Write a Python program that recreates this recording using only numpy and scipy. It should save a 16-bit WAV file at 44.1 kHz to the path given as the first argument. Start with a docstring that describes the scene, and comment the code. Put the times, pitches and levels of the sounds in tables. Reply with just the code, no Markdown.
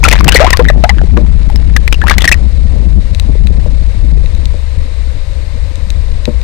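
"""A camera in a sealed housing is pushed under the sea, and flow along the housing rumbles throughout.
At first trapped air breaks off: single bubbles, and a few long rings of the housing near 1900 Hz, are
decaying sines with a noise crack, over a fine froth. A few low knocks and gulps (damped low modes)
sound, most of them after the bubbles; as the flow eases, sharp ticks ring the shell. Small eddies gurgle
and shaped noise hisses all along. The left microphone is far more sensitive than the right one and
overloads, so the rumble chops all else."""
import sys
import numpy as np
from scipy import signal
from scipy.fft import rfft, irfft, next_fast_len
from scipy.io import wavfile
from scipy.ndimage import uniform_filter1d, map_coordinates

SR = 44100
rng = np.random.default_rng(int(sys.argv[2]) if len(sys.argv) > 2 else 0)


def log_audio(samples):
    """Write samples as a 16-bit WAV file to the path given in sys.argv[1]."""
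    # one column per channel
    frames = np.atleast_2d(samples).T
    # limit to full scale, then quantise
    limited = np.clip(frames, -1, 1)
    pcm = np.round(limited * 32767).astype(np.int16)
    wavfile.write(sys.argv[1], SR, pcm)


N = 283640  # length in samples

# Strength of the flow along the housing, easing as the camera settles: start_s [s], level_db [dB]
FLOW_STRENGTH = [(0, -0.5), (.3, 5.5), (.56, -2), (.75, 5), (.9, -1.5), (1.2, 5), (1.33, -0.5), (1.55, 1.5),
                 (1.85, -4), (2.85, 0), (3.1, -4.5), (3.6, -2), (3.87, -8), (4.08, -1.5), (4.3, -7),
                 (5.15, -9.5), (5.9, -9), (6.43, -9)]
SURGE_DB, SURGE_RATE = 1.5, 11  # chance swells: depth [dB], random knots per second


def flow_level():
    """Turbulent fluctuation: the mean flow strength in dB, with chance swells about it."""
    return curve(FLOW_STRENGTH) + SURGE_DB * wander(SURGE_RATE)


# Rate at which eddies leave the housing: start_s [s], rate_hz [Hz]
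SHEDDING_RATE = [(0, 62.05), (.22, 53.17), (1.08, 51.99), (1.18, 64.43), (1.3, 51.21), (1.9, 58),
                 (2.42, 52.81), (2.64, 62.85), (3.05, 49.93), (3.65, 52.09), (4.2, 56.84), (6.1, 49.92),
                 (6.3, 63)]
# Relative spectrum of the formless drift: frequency_hz [Hz], level_db [dB per Hz]
DRIFT_SPECTRUM = [(10, -20), (22, 5), (35, -8), (60, -1), (75, -0.5), (95, -11.5), (130, -29), (250, -90),
                  (500, -100)]
DRIFT_SHARE, DRIFT_SHARE_PER_DB = 0.24, 0.06  # power share at 0 dB flow, and its growth per dB of easing


def rumble(flow_db, jitter, uneven_db):
    """Vortex shedding: eddies leave at a wavering rate; easing flow breaks them into formless drift."""
    rate_hz = curve(SHEDDING_RATE) * np.exp(jitter * wander(45))
    phase = 2 * np.pi * np.cumsum(rate_hz) / SR
    shedding = unit(np.sin(phase) * amp(uneven_db * wander(35)))
    share = np.clip(DRIFT_SHARE - DRIFT_SHARE_PER_DB * flow_db, .05, .95)
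    drift = eddy_train(DRIFT_SPECTRUM, evenness=0.51, memory_s=0.055)
    # square roots, because independent sounds add in power
    sway = np.sqrt(1 - share) * shedding + np.sqrt(share) * drift
    return amp(flow_db) * sway


def eddy_train(spectrum, evenness, memory_s):
    """Turbulent pressure of rms 1: partial envelope levelling gives successive eddies similar strength."""
    x = noise(spectrum)
    power = np.abs(signal.hilbert(x)) ** 2
    strength = np.abs(uniform_filter1d(power, int(memory_s * SR))) + .02
    return unit(x / strength ** (np.clip(evenness, 0, 1) / 2))


def own_flow(flow_db):
    """Local turbulence: flow noise at the right microphone, unrelated to the shared rumble."""
    return amp(flow_db - 12) * noise(DRIFT_SPECTRUM)


# Single bubbles, and a few long rings of the housing near 1900 Hz: start_s [s], pitch_hz [Hz],
# level_db [dB, nominal peak of the ring], t60_s [s], crack_db [dB re level_db]
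BUBBLES_AND_RINGS = [ (0.0386, 2466, 32.5, 0.016, -12.5), (0.05, 1310, 15.5, 0.054, -14),
                     (.085, 2310, 21.5, 0.013, 4), (0.113, 2510, 15, 0.0098, -7),
                     (.1268, 1990, 18.5, 0.02, 4.5), (.133, 940, 8, 0.036, 1),
                     (.208, 1110, 13.5, 0.011, -16), (0.2432, 1510, 7.5, 0.014, 1.5),
                     (0.28, 834, 17.5, 0.02, 3), (0.2878, 2740, 47, 0.0072, -19),
                     (0.321, 3180, 3.5, .023, 5.5), (0.327, 1530, 6, .034, -10),
                     (.345, 3980, 14.5, .03, -2), (.350, 535, 20.5, 0.032, -10),
                     (.358, 1938, 19.5, 0.048, 1), (.367, 2023, 18, .03, 1), (.402, 554, 19, 0.13, -19),
                     (0.43, 1810, 5, 0.019, -17), (.445, 660, 18.5, 0.039, -29),
                     (0.465, 968, 7, 0.061, -22), (.505, 5040, 3.5, 0.0094, 6), (.53, 1860, 22, .024, -8),
                     (.533, 1054, 4, 0.067, -25), (0.571, 5030, 0, .006, 0),
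                     (0.5939, 487, 16.5, 0.072, -18), (0.645, 1905, 3.5, 0.065, -7),
                     (.685, 1830, 2.5, 0.085, -8.5), (.701, 562, 18, 0.017, -22),
                     (0.839, 630, 18, 0.052, -12), (.8932, 1990, 8.5, 0.04, -20),
                     (0.893, 754, 5, 0.058, -26), (0.984, 1540, -1.5, 0.038, -22),
                     (1.014, 540, 2, 0.021, -19), (1.167, 1610, 1, 0.017, -15),
                     (1.1735, 1072, 9.5, 0.014, -26), (1.5, 830, -10.5, .033, -6),
                     (1.559, 5400, -9, 0.023, 2), (1.764, 1682, 9, .025, 4.5), (1.878, 2260, 1, .017, -2),
                     (1.926, 2310, 7, 0.0099, -1.5), (1.931, 3120, 6.5, 0.011, -20),
                     (1.943, 2720, -8, 0.032, -1), (2.016, 1755, -3.5, 0.069, -11),
                     (2.039, 900, -3.5, 0.063, -9), (2.07, 1243, 7.5, 0.0083, -24),
                     (2.082, 1870, -0.5, 0.042, 2), (2.097, 2200, 16.5, 0.013, -4.5),
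                     (2.109, 860, 6, 0.018, -13), (2.11, 1077, 9, 0.027, -14), (2.114, 1738, 5, 0.051, -4),
                     (2.182, 2230, 11, 0.014, 1), (2.207, 3300, -4.5, 0.027, -5),
                     (2.22, 3400, -3.5, 0.022, 5.5), (2.243, 1970, 16.5, 0.01, -5.5),
                     (2.253, 1830, 7.5, .014, -0.5), (2.277, 1933, 35.5, 0.019, -17),
                     (2.29, 1670, 8, 0.018, 1), (2.3153, 2140, 24, 0.015, -10),
                     (2.323, 2475, 24, 0.024, -2), (2.342, 1950, -4, 0.025, -2)]
# Mean pitch glide against starting pitch: pitch_hz [Hz], climb [octaves per s]
# Most climb as bubbles near the surface; the highest-pitched tend to fall
PITCH_CLIMB = [(480, 5), (650, 14.5), (1200, 5), (2200, -1.5)]
CLIMB_SCATTER = 1.52  # spread from one sound to the next [octaves per s]


def bubbles_and_rings(attack_s, crack_t60_s, wobble, wobble_rate):
    """Damped resonance: each sound cracks (a bubble's pinch-off) and rings; its pitch glides and wavers."""
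    out, t = np.zeros(N), np.arange(SR // 6) / SR
    for start_s, pitch_hz, level_db, t60_s, crack_db in BUBBLES_AND_RINGS:
        climb = along(PITCH_CLIMB, pitch_hz) + CLIMB_SCATTER * rng.standard_normal()
        # the waver of a lopsided bubble dies out as it rings
        shape = map_coordinates(rng.standard_normal(400), [t * wobble_rate])
        waver = 1 + wobble * shape * np.exp(-t / t60_s)
        gliding_hz = pitch_hz * 2 ** (climb * t) * waver
        tone = np.sin(2 * np.pi * np.cumsum(gliding_hz) / SR)
        ring = tone * fade(t, t60_s) * (1 - np.exp(-t / attack_s))
        soft_noise = signal.lfilter([.5], [1, -.6], rng.standard_normal(len(t)))
        crack = soft_noise * fade(t, crack_t60_s)
        add(out, start_s, amp(level_db) * (ring + amp(crack_db) * crack))
    return out


# Relative spectrum of the fizz: frequency_hz [Hz], level_db [dB per Hz]
FIZZ_SPECTRUM = [(200, -29), (600, -3), (1200, -6), (2400, 3.5), (4000, -11.5), (8000, -20), (15000, -33)]
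# Clouds of fine bubbles torn off the housing: start_s [s], length_s [s], level_db [dB]
BUBBLE_CLOUDS = [(0.021, 0.13, -7), (0.258, 0.035, -11.5), (0.332, 0.13, -8.5), (0.61, 0.049, -31),
                 (2.053, 0.044, -16), (2.176, 0.075, -25.5)]
CLOUD_ATTACK_S, CLOUD_T60_S = 0.029, 0.24  # a cloud builds up and clears [s]
AIR_GONE_S, CLINGING_DB = 2.4, -39  # faint froth holds until this time [s], at this level [dB]


def froth(grain_db, grain_rate):
    """Superposed small resonators: fine bubbles ring and snap, and the finest merge into a fizz."""
    level = amp(CLINGING_DB) * cloud(0, AIR_GONE_S)
    for start_s, length_s, level_db in BUBBLE_CLOUDS:
        level = level + amp(level_db) * cloud(start_s, length_s)
    rings = swarm(AIR_GONE_S, count=1500, centre_hz=1720, spread=0.613, cycles=9.1, size_db=5.5)
    snaps = swarm(AIR_GONE_S, count=500, centre_hz=2900, spread=0.51, cycles=2.7, size_db=6.5)
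    fizz = unit(amp(grain_db * wander(grain_rate)) * noise(FIZZ_SPECTRUM))
    return level * (amp(-5.0) * rings + amp(-9.5) * snaps + amp(-6.5) * fizz)


def cloud(start_s, length_s):
    """Envelope of a bubble cloud: linear growth, a hold, then exponential clearing."""
    t = np.arange(N) / SR - start_s
    return np.clip(t / CLOUD_ATTACK_S, 0, 1) * fade(np.maximum(t - length_s, 0), CLOUD_T60_S)


def swarm(end_s, count, centre_hz, spread, cycles, size_db):
    """Random superposition: bubbles of random size start before end_s and ring for some cycles; rms 1."""
    t = np.arange(int(min(4 * cycles / centre_hz, .1) * SR)) / SR
    start_s = rng.uniform(0, end_s, (count, 1))
    hz = centre_hz * np.exp(spread * np.clip(rng.standard_normal((count, 1)), -2.5, 2.5))
    size = amp(size_db * np.minimum(rng.exponential(size=(count, 1)), 3))
    rings = size * np.sin(2 * np.pi * hz * t) * fade(t, cycles / hz) * (1 - np.exp(-2 * hz * t))
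    position = ((start_s + t) * SR).astype(int)
    return unit(np.bincount(position.ravel(), rings.ravel(), N)[:N])


def housing(x, ring_hz, width_hz, ring_db):
    """Cavity resonance: the air inside the housing rings on after each bubble."""
    def response(f):
        damping = 1j * f * width_hz
        return 1 + amp(ring_db) * damping / (ring_hz ** 2 - f * f + damping)
    return filtered(x, response)


# Relative spectrum of the burble: frequency_hz [Hz], level_db [dB per Hz]
BURBLE_SPECTRUM = [(55, -14), (90, 1), (130, 3), (170, -4), (240, -12.5), (300, -9), (420, -21.5),
                   (600, -17), (1000, -29.5), (2500, -88)]
# Swirls of water that gurgle past: peak_s [s], level_db [dB at the peak]
PASSING_SWIRLS = [(.27, -3), (.76, -8.5), (1.02, -17.5), (1.55, -19), (2.05, -19), (2.4, -19.5),
                  (2.8, -16.5), (2.99, -36), (3.3, -16), (3.68, -17.5), (6.07, -23.5)]
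SWIRL_S = 0.029  # time constant of both swell and decay [s]
GURGLE_DB, GURGLE_GROWTH = -24, 0.85  # level at 0 dB flow [dB], and its dB per dB of flow


def gurgle(flow_db, lump_db, lump_rate, blub_db):
    """Small-scale turbulence: short lumps and low blubs, stronger in strong flow and in each swirl."""
    t = np.arange(N) / SR
    level = amp(GURGLE_DB + GURGLE_GROWTH * flow_db)
    for peak_s, level_db in PASSING_SWIRLS:
        level = level + amp(level_db) * np.exp(-np.abs(t - peak_s) / SWIRL_S)
    burble = unit(amp(lump_db * wander(lump_rate)) * noise(BURBLE_SPECTRUM))
    blubs = swarm(N / SR, count=200, centre_hz=181.0, spread=0.413, cycles=11.3, size_db=2.5)
    return level * (burble + amp(blub_db) * blubs)


# Sharp ticks on the housing: start_s [s], level_db [dB], tilt_db [dB per octave]
SHARP_TICKS = [(3.148, -11.5, -3.5), (3.198, -3.5, -1.5), (3.471, -12.5, -7), (4.26, -15, -6),
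               (4.35, -19, 2), (4.456, -10.5, -3), (5.7566, -21, 4), (5.9037, -11, 0.5), (6.255, -6, -3),
               (6.4155, -22.5, -3)]
# Modes of the housing shell: pitch_hz [Hz], level_db [dB re the tick], t60_s [s]
SHELL_MODES = [(2040, -7.5, 0.0071), (2585, -5.5, 0.01), (3884, 2, 0.009), (6250, -1.5, 0.0039),
               (8300, 0.5, 0.0029)]


def ticks():
    """Modal excitation: each sharp tick sets the high, short modes of the shell ringing."""
    return modal_hits(SHARP_TICKS, SHELL_MODES, crack_db=-9, crack_t60_s=0.0087)


# Low knocks and short gurgles: start_s [s], level_db [dB], tilt_db [dB per octave]
KNOCKS_AND_GULPS = [(1.170, 5.5, -2.5), (1.21, -8, -9), (2.76, -14, 1), (2.98, -17, -3), (3.35, -17, -2),
                    (3.66, -13.5, 5), (4.04, -14.5, -12), (4.54, -14.5, 2), (6.277, 0, -1.5),
                    (6.285, -6, -6.5)]
# Low modes that they ring: pitch_hz [Hz], level_db [dB re the sound], t60_s [s]
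LOW_MODES = [(138.5, -11.5, 0.072), (223, -7, 0.09), (301, -14, 0.17), (347, -11.5, 0.081),
             (485, -6, 0.079), (595, -9.5, 0.12), (916, -11.5, 0.011)]


def knocks_and_gulps():
    """Modal excitation: dull thuds and watery gulps that ring low."""
    return modal_hits(KNOCKS_AND_GULPS, LOW_MODES, crack_db=-33, crack_t60_s=.008)


def modal_hits(events, modes, crack_db, crack_t60_s):
    """Modal synthesis: every event rings the modes anew; a higher tilt favours the high ones."""
    out, t = np.zeros(N), np.arange(SR // 4) / SR
    middle_hz = np.median([mode[0] for mode in modes])
    for start_s, level_db, tilt_db in events:
        sound = amp(crack_db) * fade(t, crack_t60_s) * rng.standard_normal(len(t))
        for k, (pitch_hz, mode_db, t60_s) in enumerate(modes):
            tilt = tilt_db * np.log2(pitch_hz / middle_hz)
            strength = amp(mode_db + tilt + rng.standard_normal())  # 1 dB scatter per event
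            ring = fade(t, t60_s) * np.sin(2 * np.pi * pitch_hz * t)
            sound = sound + (-1) ** k * strength * ring  # neighbouring modes alternate in sign
        add(out, start_s, amp(level_db) * sound)
    return out


# Relative spectrum of the hiss: frequency_hz [Hz], level_db [dB per Hz]
HISS_SPECTRUM = [(240, -35), (400, -10), (511, -0.5), (586, -4.5), (623, -9), (715, -14), (886, -14),
                 (1000, -11), (1340, -18), (2060, -12), (3360, -20.5), (3790, -13.5), (5820, -24.5),
                 (8400, -22), (15500, -42.5)]


def steady_hiss(level_db):
    """Stationary random noise: a constant level with a fixed spectrum."""
    return amp(level_db) * noise(HISS_SPECTRUM)


# Level of the right microphone against the left: frequency_hz [Hz], level_db [dB]
RIGHT_RESPONSE = [(100, -27), (500, -28), (2000, -26.5), (4000, -25.5), (12000, -25)]


def right_port(x, bass_db, corner_hz):
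    """Low-pass phase lag: the right side hears little, save slow pressure swings that reach it late."""
    def response(hz):
        slow_swings = amp(bass_db) / (1 + 1j * hz / corner_hz) ** 2
        return amp(along(RIGHT_RESPONSE, hz)) + slow_swings
    return filtered(x, response)


def amp(db):
    """Logarithmic level: decibels to amplitude gain."""
    return 10 ** (np.asarray(db) / 20)


def unit(x):
    """Normalisation: scale to rms 1."""
    return x / np.sqrt(np.mean(x ** 2) + 1e-20)


def along(points, hz):
    """Logarithmic frequency scale: interpolate (Hz, value) points on it."""
    f, v = np.transpose(points)
    return np.interp(np.log(hz + 1), np.log(f), v)


def curve(rows):
    """Linear interpolation: read (s, value) rows at every sample."""
    return np.interp(np.arange(N) / SR, *np.transpose(rows))


def filtered(x, response):
    """Linear filtering: multiply the spectrum by a frequency response."""
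    m = next_fast_len(N + SR // 2)  # zero padding leaves room for the tails
    return irfft(rfft(x, m) * response(np.fft.rfftfreq(m, 1 / SR)), m)[..., :N]


def noise(spectrum):
    """Spectral shaping: white noise coloured by a spectrum, rms 1."""
    return unit(filtered(rng.standard_normal(N), lambda hz: amp(along(spectrum, hz))))


def fade(t, t60_s):
    """Exponential decay: 60 dB down after t60_s."""
    return np.exp(-np.log(1000) * t / t60_s)


def add(track, start_s, sound):
    """Superposition: mix a sound into a track at start_s."""
    start = max(int(start_s * SR), 0)
    track[start:start + len(sound)] += sound[:max(N - start, 0)]


def wander(rate):
    """Band-limited chance: a smooth random curve with rate knots a second."""
    knots = rng.standard_normal(int(N * rate / SR) + 4)
    return map_coordinates(knots, [np.arange(N) * rate / SR])


def scene():
    """Superposition: both sides hear one housing, the right faintly with some flow and hiss of its own."""
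    flow_db = flow_level()
    air = bubbles_and_rings(attack_s=0.00013, crack_t60_s=0.017, wobble=0.081, wobble_rate=448)
    air = air + froth(grain_db=3.5, grain_rate=240)
    air = housing(air, ring_hz=1953, width_hz=150, ring_db=-4.5)
    hits = ticks() + knocks_and_gulps()
    water = rumble(flow_db, jitter=0.17, uneven_db=3.0)
    water = water + gurgle(flow_db, lump_db=3.5, lump_rate=22, blub_db=-2.5)
    shared = air + hits + water
    hiss = steady_hiss(-32.5)
    left = shared + hiss
    right = shared + own_flow(flow_db) + hiss / 2 + steady_hiss(-30.0)
    return np.array([left, right_port(right, bass_db=-12, corner_hz=38.8)])


def overload(x, top, hardness):
    """Saturation: the input stage rounds off everything near full scale."""
    return x / (1 + np.abs(x / top) ** hardness) ** (1 / hardness)


# Treble response of the camera: frequency_hz [Hz], level_db [dB]
CAMERA_RESPONSE = [(5000, 1), (9000, -3.5), (15000, -7)]
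TOP_HZ = 15750  # band limit, where the gain has halved [Hz]


def record(dry):
    """Saturation, then band limiting: the camera overloads, dulls the treble and cuts the top."""
    clipped = overload(dry, top=1, hardness=6.45)

    def response(hz):
        band_limit = 1 / (1 + (hz / TOP_HZ) ** 90)
        return amp(along(CAMERA_RESPONSE, hz)) * band_limit
    return filtered(clipped, response)


dry = scene()
out = record(dry)
log_audio(out)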